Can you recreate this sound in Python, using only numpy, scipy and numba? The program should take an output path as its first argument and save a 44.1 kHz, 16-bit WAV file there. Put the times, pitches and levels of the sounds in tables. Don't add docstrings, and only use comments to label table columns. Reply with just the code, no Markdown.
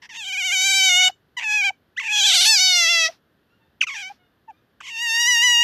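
import sys
import numpy as np
from scipy import signal
from scipy.fft import rfft, irfft
from scipy.io import wavfile
from scipy.ndimage import uniform_filter1d
from numba import njit

SR = 44100
rng = np.random.default_rng(int(sys.argv[2]) if len(sys.argv) > 2 else 0)


def digitize_waveform(pressure):
    field = np.atleast_2d(pressure).T
    bounded = np.clip(field, -1, 1)
    quanta = np.round(bounded * 32767).astype(np.int16)
    wavfile.write(sys.argv[1], SR, quanta)


N = 248283
TIME = np.arange(N) / SR
CLEAR_ROUGHNESS = 0.024
ATTACK_S = 0.005


def from_db(db):
    return np.exp(np.asarray(db) * (np.log(10) / 20))


def rms_one(x):
    return x / np.sqrt(np.mean(x ** 2) + 1e-20)


def evened(x, size=353):
    power = uniform_filter1d(uniform_filter1d(x * x, size), size)
    return x / np.sqrt(np.abs(power) + 1e-12)


def in_time(rows):
    s, *columns = np.transpose(rows)
    return [np.interp(TIME, s, c) for c in columns]


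def gate(start, end, attack_s, release_s):
    rise = np.clip((TIME - start) / attack_s, 0, 1)
    fall = np.clip((end - TIME) / release_s, 0, 1)
    return (rise * fall) ** 2


def wander(rate_hz):
    lowpass = signal.butter(4, rate_hz, fs=SR, output="sos")
    return rms_one(signal.sosfilt(lowpass, rng.standard_normal(N)))


def coloured(x, spectrum):
    size = 4096
    hz, db = np.transpose(spectrum)
    bins_hz = np.arange(size // 2 + 1) * SR / size
    gain = from_db(np.interp(np.log(bins_hz + 1), np.log(hz), db))
    cepstrum = irfft(np.log(gain))
    cepstrum[1:size // 2] *= 2
    cepstrum[size // 2 + 1:] = 0
    impulse = irfft(np.exp(rfft(cepstrum)))
    return signal.fftconvolve(x, impulse)[:len(x)]


@njit
def resonate(x, angle, r):
    y = np.zeros(len(x))
    for i in range(2, len(x)):
        drive = (1 - r * r) / 2 * (x[i] - x[i - 2])
        y[i] = drive + (1 + r * r) * np.cos(angle[i]) * y[i - 1] - r * r * y[i - 2]
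    return y


def lifted(x, hz, width_hz, lift_db):
    angle = 2 * np.pi * hz / SR * np.ones(N)
    return x + (from_db(lift_db) - 1) * resonate(x, angle, np.exp(-np.pi * width_hz / SR))


def room_hush():
    # (f/Hz, relative density/dB)
    floor_colour = [(25, -19), (45, -12.5), (70, 1), (130, 0.5), (330, -2), (600, -9), (1000, -13.5),
                    (1700, -10), (2300, -21.5), (3200, -17.5), (4500, -23.5), (8000, -40), (14000, -27)]
    level_db = -64.5
    return from_db(level_db) * rms_one(coloured(rng.standard_normal(N), floor_colour))


def roughness():
    # (start t/s, end t/s, added roughness [about 0-1], clearing time t/s)
    rasps = [(0.005, 0.136, 0.69, .04), (.125, 0.182, 0.64, 0.017), (.18, 0.498, 0.08, 0.34),
             (1.355, 1.724, 0.03, 0.024), (1.384, 1.455, 1.01, .02), (1.988, 2.037, 0.32, 0.02),
             (2.02, 2.227, 0.36, 0.16), (2.15, 2.491, .085, 0.014), (2.409, 2.466, .08, .012),
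             (2.557, 2.63, 0.03, .02), (2.865, 2.903, 0.01, 0.012), (3.042, 3.1, 0.12, .02),
             (3.817, 4.064, 0.3, 0.083), (4.795, 5.02, .52, .16)]
    rough = CLEAR_ROUGHNESS
    for start, end, amount, clearing_s in rasps:
        rough = rough + amount * gate(start, end, 0.012, clearing_s)
    return rough


def quaver():
    # (start t/s, end t/s, rate f/Hz, depth [share of the pitch])
    trill_setting = (2.34, 2.455, 43, 0.032)
    start, end, rate_hz, depth = trill_setting
    trill = depth * gate(start, end, ATTACK_S, ATTACK_S) * np.sin(2 * np.pi * rate_hz * (TIME - start))
    lurch = 0.031 * np.sqrt(np.abs(roughness() - CLEAR_ROUGHNESS)) * wander(70)
    shiver = 0.003 * wander(110)
    return 1 + shiver + lurch + trill


def folds(pitch, brightness, partials=22):
    # (f/Hz, level/dB)
    air_colour = [(250, -14), (700, -32), (1650, -32), (2400, -4), (3200, -5), (4100, -11), (5600, 4),
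                  (7000, 5), (9000, 3), (13000, -1)]
    jitter, doubling = 0.031, 0.078
    flutter = 0.11
    shimmer, thump = 0.82, 0.23
    patchy_db, tremor, glide_s, air_db = 3.0, 0.11, 0.00096, -6.5
    jitter, doubling = 2 * np.pi * jitter, 2 * np.pi * doubling
    rough = np.clip(roughness() * from_db(patchy_db * wander(25)), 0, 1)
    pitch = uniform_filter1d(pitch, int(glide_s * SR) + 1)
    cycles = np.cumsum(pitch * (1 + tremor * rough * wander(140))) / SR
    slip = jitter * wander(300) + doubling * wander(30) * np.sin(np.pi * cycles)
    phase = 2 * np.pi * cycles + rough * slip
    pulses = np.zeros(N)
    for k in range(1, partials + 1):
        audible = np.clip((SR / 3 + 1000 - k * pitch) / 1000, 0, 1)
        shake = flutter * rough * k * k * wander(170)
        pulses += audible * from_db(brightness * np.log2(k)) * np.cos(k * phase + shake)
    gulps = rough ** 2 * wander(330)
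    pulses = evened(pulses) * np.exp(shimmer * gulps) + thump * gulps
    air = coloured(rng.standard_normal(N) * (1 + np.cos(phase)), air_colour)
    leak = rough ** 2 / (rough ** 2 + 0.14 ** 2)
    return pulses + from_db(air_db) * leak * air


def short_note(start, length, first_hz, middle_hz, last_hz, level_db, attack_s, bright_db):
    end = start + length
    pitch = np.interp(TIME, [start, start + length / 2, end], [first_hz, middle_hz, last_hz])
    return from_db(level_db) * gate(start, end, attack_s, 0.32 * length), pitch, bright_db


def squeaks():
    # (start t/s, length t/s, first f/Hz, middle f/Hz, last f/Hz, level/dB, attack t/s, brightness [dB/octave])
    squeak_rows = [(0.016, 0.063, 1036, 948, 896, -44, .007, 1),
                   (1.366, 0.044, 1016, 952.5, 921, -26, .006, -1.5),
                   (1.961, 0.046, 1098, 1997, 2101, -23, 0.019, -6),
                   (1.992, 0.031, 1249, 1086, 929, -27, 0.0039, -1.5),
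                   (3.806, .014, 3537, 2925, 2097, -12, 0.0071, -4.5),
                   (3.812, 0.04, 1787, 1238, 980, -20, 0.0043, 0),
                   (4.802, 0.018, 1551, 1430, 1247, -37, 0.0036, -24)]
    return [short_note(*row) for row in squeak_rows]


def phrasing(jaw):
    notes = [*squeaks(), *mews(jaw), *hums()]
    power, pitch, brightness = 0, 0, 0
    for gain, note_pitch, note_brightness in notes:
        weight = gain ** 2 + 1e-16
        power = power + weight
        pitch = pitch + weight * note_pitch
        brightness = brightness + weight * note_brightness
    return np.sqrt(power), pitch / power, brightness / power


def otter():
    # (t/s, jaw opening [0-1], lip rounding [0-1], tongue [back -1 to front 1])
    mouth = [(.05, 0.17, 0.56, -.7), (.2, 0.48, 0, .3), (.34, 0.14, 0, .05), (.45, 0.28, 0.06, -.4),
             (.68, 0.61, 0.35, -.35), (1.08, 0.39, 0.15, .2), (1.4, 0.08, 0, .1), (1.7, 0.05, 0.24, .1),
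             (2.08, 0.12, 0, .05), (2.25, 0.6, 0.3, .6), (2.46, 1, 0.29, .05), (2.55, 0.84, 0.8, -.2),
             (2.66, 0.6, 0.72, 0.5), (3.05, 0.43, 0.6, .25), (3.82, 0.1, 0.13, .1), (3.94, 0.21, 0.25, -.5),
             (4.88, 0, 0.02, 0.94), (5.02, .03, 0.25, 0.04), (5.28, 0.22, 0.47, -.35), (5.6, 0.17, 0, 0)]
    # (f/Hz at rest, shift by open jaw [octaves], by rounded lips [octaves],
    # by forward tongue [octaves], width f/Hz, lift level/dB with jaw shut, added level/dB at full jaw)
    resonances = [(2365, 0.57, -0.52, 0.42, 605, 15.5, -3.5), (2595, 0.73, 0.24, .01, 670, 11, 6.5),
                  (6970, .03, -0.66, 0.011, 900, 10, -2.5), (5470, 0.92, -0.5, .01, 1100, 4.5, 8.5)]
    # (f/Hz, width f/Hz, lift level/dB)
    nose = [(3650, 220, 4), (4600, 220, 5), (5850, 250, 3), (7650, 300, 5)]
    # (f/Hz, level/dB)
    throat = [(200, -14), (450, -5), (650, 0), (950, 2), (1400, -2), (2000, 2), (3000, -7), (4200, -13),
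              (6000, -11), (7800, -17), (9700, -24), (11400, -16), (12400, -28), (13800, -24)]
    jaw, lips, tongue = in_time(mouth)
    swell, pitch, brightness = phrasing(jaw)
    voice = folds(pitch * quaver(), brightness)
    for rest_hz, jaw_oct, lip_oct, tongue_oct, width_hz, lift_db, open_db in resonances:
        drift = 0.075 * wander(14)
        octaves = jaw_oct * jaw + lip_oct * lips + tongue_oct * tongue + drift
        voice = lifted(voice, rest_hz * 2 ** octaves, width_hz, lift_db + open_db * jaw)
    for hz, width_hz, lift_db in nose:
        voice = lifted(voice, hz, width_hz, lift_db)
    return evened(coloured(voice, throat)) * swell


def room(x, t60, echo_db):
    # (f/Hz, level/dB)
    walls = [(300, -1), (800, -3.5), (2500, -1.5), (6000, 3), (13000, -6)]
    t = TIME[:SR // 2]
    tail = coloured(rng.standard_normal(len(t)), walls) * from_db(-60 * t / t60) * (t > 0.006)
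    tail = tail / np.sqrt(np.sum(tail ** 2))
    return from_db(echo_db) * signal.fftconvolve(x, tail)[:N]


def mews(jaw):
    # (start t/s, end t/s, release t/s, starting level/dB, full level/dB, swell time t/s,
    # fade [dB/s, negative grows], base brightness [dB/octave], waver [share of the pitch],
    # push [dB gained per octave that the pitch lifts above its running mean])
    mew_rows = [(0.089, 1.096, 0.015, -42.5, -13.5, 0.32, -1, -0.48, .009, 16),
                (1.396, 1.709, 0.016, -34.5, -14.5, 0.08, 14.5, -2.5, .007, 19.5),
                (1.988, 3.105, 0.044, -42, -11, 0.11, 6, -0.8, .003, 9),
                (3.866, 4.13, 0.051, -26, -31.5, 0.036, 18, -3, .006, -13.5),
                (4.803, 5.683, .016, -49.5, -15, .18, -1, 0.5, .003, 19)]
    # (t/s, pitch f/Hz)
    tune_1 = [(0.1, 980), (0.138, 810), (0.152, 947), (0.184, 925), (0.25, 765), (0.284, 791), (0.316, 730),
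              (0.334, 810), (0.364, 730), (0.386, 830), (0.428, 708), (0.454, 771), (0.508, 696),
              (0.53, 788), (0.584, 742), (0.678, 782), (0.89, 756.5), (0.896, 717), (1.036, 740.7),
              (1.09, 746)]
    tune_2 = [(1.44, 870), (1.458, 860), (1.51, 836), (1.56, 863), (1.634, 760), (1.648, 804), (1.7, 749)]
    tune_3 = [(2.03, 910), (2.108, 847), (2.202, 829), (2.22, 760), (2.258, 861), (2.272, 787),
              (2.298, 801), (2.324, 657), (2.344, 786), (2.388, 673), (2.418, 784), (2.448, 702),
              (2.458, 848), (2.496, 896), (2.546, 846), (2.59, 702), (2.606, 750), (2.69, 746),
              (2.874, 656), (2.9, 690), (3.058, 640), (3.08, 652)]
    tune_4 = [(3.875, 1322), (3.881, 1310), (3.895, 1109), (3.935, 1127), (3.967, 838), (4.015, 808),
              (4.029, 742), (4.1, 784)]
    tune_5 = [(4.83, 966), (4.844, 1070), (4.89, 1077), (4.904, 964), (4.924, 925), (4.976, 909),
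              (5.032, 962), (5.1, 899), (5.22, 954), (5.248, 931), (5.286, 1001), (5.37, 931), (5.408, 935),
              (5.446, 996), (5.548, 945), (5.62, 949)]
    waver_hz, push_span_s = 39, 0.18
    mid_bright_db, jaw_bright_db = 3.5, 1.5
    for row, tune in zip(mew_rows, [tune_1, tune_2, tune_3, tune_4, tune_5]):
        start, end, release_s, start_db, full_db, swell_s, fade_db, bright_db, waver, push_db = row
        age = np.clip(TIME - start, 0, end - start)
        pitch = in_time(tune)[0] * (1 + waver * wander(waver_hz))
        lift = np.log2(pitch / uniform_filter1d(pitch, int(push_span_s * SR)))
        swell_db = full_db + (start_db - full_db) * np.exp(-age / swell_s)
        level_db = swell_db - fade_db * age + push_db * lift
        midway = np.sin(np.pi * age / (end - start))
        brightness = bright_db + mid_bright_db * midway + jaw_bright_db * jaw
        yield from_db(level_db) * gate(start, end, ATTACK_S, release_s), pitch, brightness


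def puffs():
    # (start t/s, length t/s, level/dB)
    puff_rows = [(1.079, 0.044, -34.5), (3.08, 0.13, -46.5), (4.086, 0.13, -53)]
    # (f/Hz, level/dB)
    puff_colour = [(60, -22.5), (300, -8.5), (1000, -4.5), (3000, -6.5), (5500, -5), (8000, -26),
                   (13000, -23)]
    flow = np.zeros(N)
    for start, length, level_db in puff_rows:
        shape = np.interp(TIME, [start, start + 0.0031, start + length], [0, 1, 0])
        flow += from_db(level_db) * shape ** 2
    return flow * rms_one(coloured(rng.standard_normal(N), puff_colour))


def hums():
    # (start t/s, length t/s, first f/Hz, middle f/Hz, last f/Hz, level/dB, attack t/s)
    hum_rows = [(1.087, .02, 737.2, 755, 790, -28.5, 0.007), (1.694, .019, 778.2, 773, 832, -26, 0.0067),
                (3.078, .032, 666, 677.5, 652, -32, 0.0069), (4.091, .039, 769.2, 818, 786, -36.5, .01),
                (4.473, .052, 918.6, 878, 685, -39, .014)]
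    return [short_note(*row, bright_db=-25) for row in hum_rows]


def far_mews(partials=5):
    # (start t/s, length t/s, start pitch f/Hz, end pitch f/Hz, level/dB of each partial before colour and mix)
    far_rows = [(3.479, 0.087, 1300, 1482, -66.5), (3.597, 0.053, 912, 882, -65),
                (4.167, 0.1066, 742, 703, -67), (4.519, 0.069, 1170, 1250, -66.5)]
    # (f/Hz, level/dB)
    far_colour = [(800, 0.5), (1600, -0.5), (3300, -4), (4500, -18), (8000, -27)]
    out = np.zeros(N)
    for start, length, from_hz, to_hz, level_db in far_rows:
        along = np.clip((TIME - start) / length, 0, 1)
        phase = 2 * np.pi * np.cumsum(from_hz + (to_hz - from_hz) * along) / SR
        tone = sum(np.cos(k * phase) for k in range(1, partials + 1))
        out += from_db(level_db) * np.sin(np.pi * along) * tone
    return coloured(out, far_colour)


def scene():
    hush = room_hush()
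    voice = otter() + puffs()
    far = far_mews()
    near_echo = room(voice, t60=0.018, echo_db=-19.5)
    room_echo = room(voice, t60=0.16, echo_db=-30.5)
    far_echo = room(far, t60=0.266, echo_db=-2.0)
    mix = voice + near_echo + room_echo + far_echo + from_db(-3) * far + hush
    return np.tile(mix, (2, 1))


def record(dry):
    return signal.sosfilt(signal.ellip(12, 0.1, 80, 14100, fs=SR, output="sos"), dry)


dry = scene()
out = record(dry)
digitize_waveform(out)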